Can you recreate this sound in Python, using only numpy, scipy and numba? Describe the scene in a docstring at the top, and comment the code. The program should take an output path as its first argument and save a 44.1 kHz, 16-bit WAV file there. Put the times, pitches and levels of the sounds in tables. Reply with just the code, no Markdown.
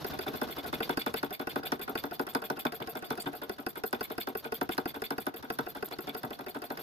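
"""Small brass steam engine on a bench

The engine runs close by at about six turns a second. Twice a turn the crank hits the end of its slack:
a metal tick and a knock that rings the wooden board under it. The cylinder then rocks over, the piston
rubs, and wet steam hisses and spits from the port, its outlet. A flask boils behind, in a small hard room."""
import sys
import numpy as np
from scipy import signal
from scipy.fft import rfft, irfft
from scipy.io import wavfile
from numba import njit

SR = 44100
rng = np.random.default_rng(int(sys.argv[2]) if len(sys.argv) > 2 else 0)


def inscribe(sig):
    """Save sig as 16-bit PCM at rate SR to the path in sys.argv[1].

    A 1-D sig is mono; a 2-D sig holds one channel per row.
    Samples are clipped to [-1, 1] before scaling.
    """
    pcm = np.round(np.clip(np.atleast_2d(sig).T, -1, 1) * 32767)
    wavfile.write(sys.argv[1], SR, pcm.astype(np.int16))


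N = 300762
TIME = np.arange(N) / SR
OUT, BACK = 0, 1  # the piston's two directions; paired stroke settings come in this order


def undb(db):
    """Turn decibels into a gain to multiply by."""
    return 10 ** (np.asarray(db) / 20)


def unit(response):
    """Scale a response to an energy of 1 per channel."""
    return response / np.sqrt(np.mean(np.sum(response ** 2, axis=-1)))


def curve(points, times=TIME):
    """Join a table's (time, value) points with straight lines."""
    return np.interp(times, *np.transpose(points))


def fade(t, t60):
    """Die away by 60 dB in t60 seconds."""
    return np.exp(-np.log(1000) * t / t60)


def through(x, response):
    """Let every sample of a sound set off a response, such as a ring or an echo."""
    return signal.fftconvolve(np.atleast_2d(x), np.atleast_2d(response), axes=1)[:, :N]


def filtered(x, order, hz, kind="lowpass"):
    """Keep the lows, the highs or a band; a higher order cuts more steeply."""
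    return signal.lfilter(*signal.butter(order, hz, kind, fs=SR), x)


def colour(points, size=1024):
    """A short response with the tone colour of (frequency, level) points, fading below the first."""
    hz, db = np.transpose(points)
    bins_hz = np.fft.rfftfreq(size, 1 / SR)
    gain = undb(np.interp(np.log(bins_hz + 1), np.log(hz), db))
    gain *= np.minimum(bins_hz / hz[0] + 1e-2, 1) ** 2
    # move the energy to the start, so that clicks stay sharp
    cepstrum = irfft(np.log(gain))
    cepstrum[1:size // 2] *= 2
    cepstrum[size // 2 + 1:] = 0
    return unit(irfft(np.exp(rfft(cepstrum))))


@njit
def resonate(x, hz, width):
    """Ring at a pitch that can move; a smaller width (in Hz) rings longer."""
    y, state, decay = np.empty(len(x)), 0j, np.exp(-np.pi * width / SR)
    for i in range(len(x)):
        state = state * decay * np.exp(2j * np.pi * hz[i] / SR) + x[i]
        y[i] = state.imag
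    return y * np.sqrt(2 * (1 - decay * decay))


def wander(per_s):
    """Drift to a new random value per_s times a second, with a spread of 1."""
    steps = rng.standard_normal(N)[:int(N / SR * per_s) + 2]
    x = np.interp(TIME * per_s, np.arange(len(steps)), steps)
    return x / x.std()


def grainy(per_s, grain_db):
    """Noise that comes in uneven grains; more grain_db makes it rougher."""
    x = rng.standard_normal(N) * undb(grain_db * np.minimum(wander(per_s), 2))
    return x / x.std()


def blows(times, db):
    """One sharp spike for each blow."""
    return np.bincount(np.clip(times * SR, 0, N - 1).astype(int), undb(db), N)


def swells(times, db, shape):
    """A loudness curve that repeats one shape at each of the times."""
    first_s, last_s = shape[0][0], shape[-1][0]
    swell = undb(curve(shape, np.arange(first_s, last_s, 1 / SR)))
    return through(blows(times + first_s, db), swell)[0]


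def on_right(x, lag_s=.000298):
    """A sound on the right reaches the left ear a little later."""
    x = np.ravel(x)
    return np.array([np.pad(x, (int(lag_s * SR), 0))[:N], x])


def on_left(x):
    """A sound on the left reaches the right ear a little later."""
    return on_right(x)[::-1]


def room(dry, t60_s=0.13, echo_db=-13, dull_hz=3500, gap_s=0.01055):
    """Glassware and walls send back a short, duller wash of echoes."""
    t = TIME[:SR // 2]
    tail = rng.standard_normal((2, len(t))) * fade(t, t60_s) * (t > gap_s)
    return undb(echo_db) * through(dry, filtered(unit(tail), 1, dull_hz))


def near_echoes(x, echo_db=2.0, band_hz=(2000, 5600)):
    """Add the quick, bright echoes off frame, board and bench, different for each ear."""
    t = TIME[:SR // 30]
    echoes = unit(rng.standard_normal((2, len(t))) * fade(t, t60=.025))
    return x + undb(echo_db) * filtered(through(x, echoes), 2, band_hz, "bandpass")


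# tone colour of the boiling water: (frequency [Hz], relative level [dB])
BOIL_COLOUR = [(90, 3.5), (300, 4), (1500, -7.5), (2200, -16.5), (3900, -10.5), (6000, -19), (8500, -36.5),
               (11700, -22), (13000, -15), (14600, -38)]
# how loudly it boils: (time [s], level [dB])
BOIL_LEVEL = [(0, -43), (.6, -47.5), (1.3, -52.5), (2.8, -55), (4.5, -55.5), (6.82, -53.5)]


def flask(width=0.67, centred_below_hz=50):
    """Water simmers behind the engine and settles in the first seconds."""
    middle, spread = (through(grainy(90, 4.7), colour(BOIL_COLOUR))[0] for _ in range(2))
    spread = width * filtered(spread, 1, centred_below_hz, "highpass")
    return np.array([middle + spread, middle - spread]) * undb(curve(BOIL_LEVEL))


# the leak comes and goes: (time [s], level [dB])
LEAK_LEVEL = [(3.9, -90), (4.15, -68), (4.9, -64), (5.15, -90)]
# its tone colour: (frequency [Hz], relative level [dB])
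LEAK_COLOUR = [(5900, -12), (6500, -2), (8500, -14), (10500, -2), (11400, 3), (12500, -1), (15500, -3)]


def leak():
    """The valve leaks for a while with a thin, fluttering sizzle."""
    sizzle = grainy(70, 4) * undb(curve(LEAK_LEVEL))
    return on_right(through(sizzle, colour(LEAK_COLOUR)))


# tone colour of fine spray: (frequency [Hz], relative level [dB])
SPRAY_COLOUR = [(4400, -3), (6300, -5.5), (8000, 12), (9300, 14), (11000, -6), (14000, -5), (16000, -36)]
# puffs of spray: (time [s], level [dB])
SPRAYS = [(3.199, -43.5), (4.72, -54)]
# rise and fall of one puff: (time since its start [s], relative level [dB])
SPRAY_SHAPE = [(0, -3), (.005, -1.5), (.03, -0.5), (.045, -33)]


def spray(drops_per_s=5, drop_db=-36, spread_db=3, drop_t60_s=0.0057):
    """Droplets tick at random at the port, and now and then the steam blows out a spray."""
    when, size = rng.random((int(drops_per_s * N / SR), 2)).T
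    drops_db = drop_db + spread_db * np.minimum(-np.log(size), 3)
    drops = through(blows(when * N / SR, drops_db), unit(fade(TIME[:SR // 30], drop_t60_s)))[0]
    mist = swells(*np.transpose(SPRAYS), SPRAY_SHAPE)
    return on_right(through((drops + mist) * grainy(630, 5.6), colour(SPRAY_COLOUR)))


# chirps of the piston: (time [s], middle pitch [Hz], level [dB])
CHIRPS = [(0.835, 3190.0, -48), (1.005, 4360, -51), (1.171, 3060, -52), (1.502, 3090, -46),
          (1.985, 3330, -49), (2.6, 3060, -52), (3.206, 4440, -38), (4.212, 3510.0, -58),
          (4.553, 3200, -46), (4.72, 3170, -53), (5.94, 4440, -41)]


def chirps(gain_db=-2, length_s=.016, rise_hz_per_s=14000, rough_hz=110):
    """The wet piston gives short, rough chirps that slide upwards."""
    t = np.arange(-length_s / 2, length_s / 2, 1 / SR)
    arch = np.sqrt(2) * np.cos(np.pi * t / length_s)
    sound, wobble_hz = np.zeros(N), rough_hz * wander(500)
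    for middle_s, hz, db in CHIRPS:
        span = int((middle_s + t[0]) * SR) + np.arange(len(t))
        phase = 2 * np.pi * np.cumsum(hz + rise_hz_per_s * t + wobble_hz[span]) / SR
        sound[span] += undb(db + gain_db) * arch * np.sin(phase)
    return on_left(sound)


# notes of the wet exhaust passage: (pitch [Hz], width [Hz], relative level [dB])
PASSAGE_NOTES = [(2268, 48, -1.5), (2650, 1670, 10.5), (3220, 280, -12), (3484, 330, 2.5),
                 (4345, 120, -1.5)]


def passage(top_hz=4700):
    """The exhaust passage rings briefly and lets little treble through."""
    hz, width, db = np.transpose(PASSAGE_NOTES)[:, :, None]
    t = TIME[:SR // 40]
    notes = undb(db) * np.sqrt(width) * np.exp(-np.pi * width * t) * np.sin(2 * np.pi * hz * t)
    return unit(signal.sosfilt(signal.butter(6, top_hz, fs=SR, output="sos"), notes.sum(axis=0)))


# one sputter, a list for out and one for back: (time after the tick [s], relative level [dB])
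SPUTTER_SHAPES = ([(.018, 9.5), (.028, 10), (.045, 8), (.068, -25)], [(.003, 11.5), (.02, 9), (.04, 0),
                  (.065, -35)])


def sputter(side, times, sputter_db, gain_db=-10, mist_db=-11, bursts_per_s=130, burst_db=3.5):
    """Condensed water crackles in the exhaust in uneven bursts and leaves the port as a fine mist."""
    crackle = grainy(500, 3.4) * swells(times, sputter_db + gain_db, SPUTTER_SHAPES[side])
    crackle *= undb(burst_db * wander(bursts_per_s))
    mist = undb(mist_db) * through(crackle, colour(SPRAY_COLOUR))
    return on_left(through(crackle, passage())) + on_right(mist)


# notes of the steam space: (start pitch [Hz], end pitch [Hz], width [Hz], relative level [dB])
SQUELCH_NOTES = [(2900, 3600, 170, -14), (4050, 4520, 100, -4.5)]
# rise and fall of one squelch: (time after the tick [s], relative level [dB])
SQUELCH_SHAPE = [(.02, -14), (.03, -2), (.044, 1.5), (.054, -7), (.064, -30)]


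def squelch(times, sputter_db, start_s=0.02, slide_s=0.026, floor_db=-57, spread_db=2.5):
    """The steam space shrinks on the out stroke: its notes, rung by crackling water, slide up."""
    length_luck, pitch_luck, level_luck = rng.standard_normal((len(times), 3)).T
    stroke = np.maximum(np.searchsorted(times, TIME) - 1, 0)  # the latest stroke at each moment
    lengths_s = slide_s * np.exp(0.2 * length_luck)
    progress = np.clip((TIME - times[stroke] - start_s) / lengths_s[stroke], 0, 1)
    glide = np.sin(np.pi / 2 * progress)
    tuning = 1 + .025 * pitch_luck[stroke]
    squelch_db = np.maximum(sputter_db, floor_db) + spread_db * level_luck
    crackle = grainy(500, 3.4) * swells(times, squelch_db, SQUELCH_SHAPE)
    return on_left(sum(undb(db) * resonate(crackle, tuning * (start + (end - start) * glide), float(width))
                       for start, end, width, db in SQUELCH_NOTES))


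# tone colour of the hiss: (frequency [Hz], relative level [dB])
STEAM_COLOUR = [(4500, -5.5), (6000, -17), (8000, 5.5), (9200, -6), (10500, 5), (11600, 0), (12100, 15),
                (13000, 17.5), (13800, 14.5), (14700, -28), (15150, 7), (15700, -5.5)]
# one hiss, a list for out and one for back: (time after the tick [s], relative level [dB])
STEAM_SHAPES = ([(.018, 1), (.022, 4.5), (.039, 4), (.05, -4.5), (.075, -29)], [(.014, 3.5), (.017, 7.5),
                (.028, -2.5), (.045, -12), (.065, -57)])


def steam(side, times, steam_db, gain_db=-5, whistle_db=-3, whistle_hz=13100, drift_hz=420):
    """The port opens and a thin jet hisses out, with a breathy whistle that wanders."""
    jet = grainy(700, 3.1) * swells(times, steam_db + gain_db, STEAM_SHAPES[side])
    whistle = resonate(jet, whistle_hz + drift_hz * wander(40), width=650.0)
    return on_right(through(jet, colour(STEAM_COLOUR)) + undb(whistle_db) * whistle)


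# bursting water drops: (time [s], level [dB])
SPITS = [(1.823, -39), (2.6664, -31.5), (2.823, -36.5), (4.212, -34), (4.719, -35), (5.928, -42),
         (6.093, -34)]


def spits(gain_db=-2, t60_s=0.023):
    """Single drops burst, ringing the passage and hissing at the port."""
    times, db = np.transpose(SPITS)
    burst = through(blows(times, db + gain_db), fade(TIME[:SR // 20], t60_s)) * rng.standard_normal(N)
    return through(burst, passage()) + .5 * on_right(through(burst, colour(STEAM_COLOUR)))


# notes of the brass: (pitch [Hz], relative level going out [dB], relative level going back [dB])
BRASS_NOTES = [(3490, -27, -8), (4180, -44, 18.5), (4725, 39, -23), (5730, 18, 6.5)]


def brass(side, t60_s=0.028):
    """Crank and cylinder ring briefly, with a different mix of notes in each direction."""
    hz, out_db, back_db = np.transpose(BRASS_NOTES)[:, :, None]
    t = TIME[:SR // 20]
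    notes = undb((out_db, back_db)[side]) * np.sin(2 * np.pi * hz * t)
    return unit(notes.sum(axis=0) * fade(t, t60_s))


# rise and fall of the metal's chatter: (time after the tick [s], relative level [dB])
CHATTER_SHAPE = [(-.002, -8), (-.001, 3), (.002, -1), (.006, -11.5), (0.02, -33)]
# tone colour of a tick: (frequency [Hz], relative level [dB])
TICK_COLOUR = [(1500, 2), (2500, -16.5), (3500, -21), (5200, -11.5), (6600, -22.5), (9000, -19),
               (10500, -11.5), (12000, -17.5), (13800, -11), (15500, -32.5)]


def ticks(side, times, tick_db, click_db=17, chatter_db=1, ring_db=-12, hard_db=-43):
    """Brass meets brass: rough chatter rings the metal, and harder hits have more of a clean click."""
    hardness_db = 0.64 * (tick_db - hard_db)
    click = blows(times - .0009, tick_db + click_db + hardness_db)
    contact = click + grainy(1100, 2.5) * swells(times, tick_db + chatter_db, CHATTER_SHAPE)
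    ring = undb(ring_db) * through(contact, brass(side))
    return on_right(through(contact, colour(TICK_COLOUR))) + on_left(ring)


# stray clicks: (time [s], level [dB])
CLICKS = [(1.217, -52), (2.723, -32.5), (3.155, -40.5), (4.77, -42)]


def clicks(snap_db=22, tick_db=-9, snap_hz=(900, 2600)):
    """Loose brass parts click: a dry snap of the frame with a small metal tick."""
    times, db = np.transpose(CLICKS)
    snap = filtered(blows(times, db + snap_db), 2, snap_hz, "bandpass")
    return snap + ticks(OUT, times, db + tick_db)


# back strokes on which the cylinder rocks over hard: (time [s], relative level [dB])
JOLTS = [(0.138, -53), (.282, -40.5), (0.428, -54), (0.74, -43), (2.665, -45), (2.816, -37), (3.117, -39.5),
         (3.272, -36.5), (4.28, -45.5), (6.246, -36), (6.407, -43.5), (6.561, -48)]


def jolts(blow_db=27, thump_db=21, thump_hz=140, t60_s=0.066, early_s=0.0042):
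    """The cylinder jolts: gives its blows, and the thumps of the whole board rocking on the bench."""
    times, db = np.transpose(JOLTS)
    t = TIME[:SR // 6]
    ring = np.sin(2 * np.pi * thump_hz * t) * fade(t, t60_s) * (1 - np.exp(-t * thump_hz))
    return blows(times, db + blow_db), through(blows(times - early_s, db + thump_db), unit(ring))


def bench_thuds(side, times, knock_db, rub_db, hz=104, t60_s=0.15, drag_db=3, gain_db=(-9, -5)):
    """Each stroke presses the board onto the bench, by its knock or its drag: a dull thud."""
    t = TIME[:SR // 6]
    push = blows(times, np.maximum(knock_db, rub_db + drag_db) + gain_db[side])
    return through(push, unit(np.sin(2 * np.pi * hz * t) * fade(t, t60_s)))


def hollow_frame(times, knock_db, gain_db=5, note_hz=385, width_hz=125.0, late_s=.001):
    """The out stroke knocks a short, hollow note from the frame, never quite at the same pitch."""
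    hz = note_hz * (1 + .07 * wander(6))
    push = blows(times + late_s, knock_db + gain_db)
    return on_left(resonate(resonate(push, hz, width_hz), hz, width_hz))


# notes of frame and board: (pitch [Hz], relative level going out [dB],
# relative level going back [dB], head start at the left ear before limiting [radians])
BOARD_NOTES = [(147, -21.5, -8.5, 0.74), (209.6, -8.5, -10.5, -0.47), (236, -9.5, -1.5, 0.57),
               (283.5, -10, 0, 0.07), (365.3, -3.5, -1, 0.66), (423.6, -5, -2.5, 0.56),
               (460.2, -2, 1, 0.45), (479.7, -16, -1, 1.24), (604, -6, -3.5, 0.8), (677, -9, -9, 1.5),
               (726, -0.5, -2, 0.74), (790.4, -8.5, -3, 1.25), (885, -8.5, -3.5, 0.73), (960, -32, -3, 1.7),
               (1066, -3, -4, -2), (1225, -14.5, -4.5, -4), (1340, -6.5, -6.5, -1.5),
               (1480, -2.5, -1, 1.92), (1598, -8.5, -8, -0.94), (1956, -9.5, -11.5, -2),
               (2650, -10.5, -17, 1.35)]


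def board(side, push, t60_at_500_hz=.054, spread_db=.7, groups=3):
    """Frame and board ring when pushed; low notes build up slowest and last longest."""
    hz, out_db, back_db, lead = np.transpose(BOARD_NOTES)[:, :, None]
    lead = np.clip(lead, -2.1, 2.1)
    t = TIME[:SR // 6]
    ring = fade(t, t60_at_500_hz * (hz / 500) ** -0.69) * (1 - np.exp(-t * hz))
    ring *= undb((out_db, back_db)[side]) / np.sqrt(np.sum(ring ** 2, axis=1, keepdims=True))
    ring[1::2] *= -1  # neighbouring notes swing against each other
    notes = np.array([ring * np.sin(2 * np.pi * hz * t + ear * lead) for ear in (.5, -.5)])
    notes /= np.sqrt(np.sum(notes.sum(axis=1) ** 2) / 2)
    # groups of notes drift in level, so each stroke sounds a little different
    return sum(through(push * undb(spread_db * wander(12)), notes[:, k::groups].sum(axis=1))
               for k in range(groups))


def rebounds(times, knock_db, gain_db=19, gap_s=0.0044, loss_db=3, low_cut_hz=800, count=2):
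    """The crank bounces in its slack: quick, light blows that mainly ring the board's upper notes."""
    gaps_s = gap_s * (1 + 0.1634 * rng.standard_normal((len(times), count)))
    delays_s = np.cumsum(gaps_s, axis=1)
    hits = sum(blows(times + delays_s[:, k], knock_db + gain_db - k * loss_db) for k in range(count))
    return filtered(hits, 2, low_cut_hz, "highpass")


# rise and fall of one rub: (time after the tick [s], relative level [dB])
RUB_SHAPE = [(-.006, 2), (0, 7.5), (.012, 6.5), (0.025, 1), (0.038, -9), (0.064, -12.5)]


def piston_rub(times, rub_db, gain_db=-2, scrape_hz=(610, 744), scrape_db=-3):
    """The sliding piston pushes the board with grainy noise, strongest in one narrow band."""
    rubbing = grainy(500, 4.3) * swells(times, rub_db + gain_db, RUB_SHAPE)
    return rubbing + undb(scrape_db) * filtered(rubbing, 1, scrape_hz, "bandpass")


def cylinder_rock(side, times, rub_db, gain_db=19, delay_s=(0.011, 0.014), spread_s=0.00043):
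    """The cylinder rocks over just after the knock and gives the board a second blow."""
    time_luck, level_luck = rng.standard_normal((len(times), 2)).T
    return blows(times + delay_s[side] + spread_s * time_luck, rub_db + gain_db + level_luck)


def knocks(side, times, knock_db, rub_db, gain_db=26.5, firm_db=-30, soft_hz=1100,
           soft_delay_s=0.004545, rub_delay_s=.005):
    """The crank knocks, the cylinder rocks and the piston rubs: together they push the board."""
    # a gentle knock lands later and duller; after a firm one the rub starts later
    gentleness = np.clip((firm_db - knock_db) / 10, 0, 1)
    crank = blows(times + soft_delay_s * gentleness, knock_db + gain_db)
    soft_part = crank * np.interp(TIME, times, gentleness)
    crank = crank - soft_part + filtered(soft_part, 1, soft_hz)
    rub_times = times + rub_delay_s * (1 - gentleness)
    return crank + cylinder_rock(side, times, rub_db) + piston_rub(rub_times, rub_db)


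# speed of the flywheel: (time [s], speed [turns per second])
SPEED = [(0.0, 6.947), (0.255, 6.873), (0.914, 5.883), (1.811, 6.266), (2.25, 6.405), (2.335, 6.613),
         (3.096, 6.632), (3.638, 5.793), (4.65, 5.889), (4.734, 6.056), (5.362, 6.269), (5.67, 6.153),
         (6.246, 6.277), (6.82, 6.547)]


def stroke_times(side, first_s=.0452, back_turns=.534):
    """Moments when the piston turns round to go out or, about half a turn later, back."""
    turns = np.cumsum(curve(SPEED)) / SR
    turns -= np.interp(first_s, TIME, turns)
    return np.interp(np.arange(side * back_turns, turns[-1]), turns, TIME)


def accented(times, db, accents, within_s=.03):
    """A stroke close to a listed (time, level) takes that level instead of its own."""
    for accent_s, accent_db in accents:
        db = np.where(np.abs(times - accent_s) < within_s, accent_db, db)
    return db


# the out knock, firm when the engine labours and light when it runs freely: (time [s], level [dB])
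OUT_KNOCK = [(0, -32), (.2, -33), (.64, -48), (.8, -28), (1.15, -29.5), (1.3, -38.5), (3.34, -39.5),
             (3.49, -30), (5.19, -29.5), (5.34, -42.5), (6, -34), (6.82, -41)]
# strokes on which the crank slams through its slack: (time [s], level [dB])
SLAMS = [(.42, -27.5), (.73, -30), (.89, -25), (1.06, -26), (1.23, -27), (1.4, -33.5), (1.47, -29.5),
         (1.56, -26.5), (1.72, -25.5), (1.95, -27.5), (2.04, -30), (2.19, -26.5), (2.35, -26), (2.5, -27),
         (2.65, -25), (3.11, -28), (3.26, -35), (3.93, -27.5), (4.27, -31), (4.61, -26.5), (4.78, -26),
         (5.11, -28.5), (5.27, -28), (5.5, -29), (5.59, -27), (5.83, -30.5), (6.23, -33), (6.7, -32.5)]
# the rub as the cylinder dries and wets: (time [s], relative level [dB])
FRICTION = [(0, -3.5), (1.5, -5), (2.8, -4), (4, -7.5), (5.3, -6.5), (6.1, -6), (6.82, -5.5)]
# the jet as the steam supply rises and falls: (time [s], relative level [dB])
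STEAM_SUPPLY = [(0, -0.5), (.95, 4), (1.6, 0.5), (1.85, 3.5), (2.15, 1), (2.6, 2.5), (3.35, -1.5),
                (3.9, 3.5), (4.75, 3.5), (5.25, -1), (5.7, 1.5), (6.35, -2), (6.82, 1.5)]
# sputter of water in the exhaust, a list for out and one for back: (time [s], level [dB])
WETNESS = ([(0, -60), (.6, -50.5), (.95, -43), (1.3, -50), (1.9, -50.5), (2.4, -52), (2.9, -56.5),
           (3.35, -60), (3.85, -73), (4.6, -51.5), (5, -51.5), (5.35, -64), (6.3, -61), (6.82, -53)],
           [(0, -57), (1, -46), (1.4, -55.5), (2.7, -53.5), (3.3, -54), (5.7, -57), (6.08, -49.5),
           (6.3, -60)])
# strokes that carry a gulp of water and squelch loudly: (time [s], level [dB])
WET_STROKES = [(.81, -45), (2.58, -47), (3.18, -53.5), (4.01, -49), (4.18, -49.5)]


def strokes(side, back_knock_db=-62, light_db=-37, firm_db=-29, valve_tick_db=-47.5):
    """Each stroke's time and its levels of knock, rub, tick, steam and sputter, before their gains."""
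    times = stroke_times(side)
    spreads_db = [.8, .7, 2, (1.7, 3)[side], 1.3]  # no two strokes are quite alike
    luck_db = rng.standard_normal((len(times), 5)) * spreads_db
    knock_luck, rub_luck, tick_luck, steam_luck, sputter_luck = luck_db.T
    knock_db = accented(times, (curve(OUT_KNOCK, times), back_knock_db)[side] + knock_luck, SLAMS)
    firmness = np.clip((knock_db - light_db) / (firm_db - light_db), 0, 1)
    # the piston rubs less after a firm knock
    rub_db = (-39.5, -37.5)[side] + curve(FRICTION, times) - (10.5, 2)[side] * firmness + rub_luck
    # the tick follows the knock, but the valve's own light tick is always there
    tick_db = np.maximum(knock_db - (11, 12)[side], valve_tick_db) + tick_luck
    steam_db = (-47.5, -51.5)[side] + curve(STEAM_SUPPLY, times) + steam_luck
    # a firm knock shakes more water into the exhaust
    sputter_db = curve(WETNESS[side], times) + (0.5, 1)[side] * firmness + sputter_luck
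    return times, knock_db, rub_db, tick_db, steam_db, accented(times, sputter_db, WET_STROKES)


def scene(left_louder_db=1.0, out_push_db=-2.0):
    """The engine's out and back strokes take turns, with the room and the flask behind."""
    jolt_blows, thumps = jolts()
    body = thumps + clicks() + chirps()
    treble = spits() + spray()
    for side in (OUT, BACK):
        times, knock_db, rub_db, tick_db, steam_db, sputter_db = strokes(side)
        push = knocks(side, times, knock_db, rub_db) + rebounds(times, knock_db)
        treble += ticks(side, times, tick_db)
        treble += steam(side, times, steam_db) + sputter(side, times, sputter_db)
        if side == OUT:
            treble += squelch(times, sputter_db)
            body += hollow_frame(times, knock_db)
            push *= undb(out_push_db)
        else:
            push += jolt_blows
        body += board(side, push) + bench_thuds(side, times, knock_db, rub_db)
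    engine = body * undb([[left_louder_db / 2], [-left_louder_db / 2]]) + near_echoes(treble)
    return engine + room(engine) + flask()


def record(dry, top_hz=15700):
    """Cut away the very highest treble."""
    return signal.sosfilt(signal.ellip(8, .2, 70, top_hz, fs=SR, output="sos"), dry)


dry = scene()
out = record(dry)
inscribe(out)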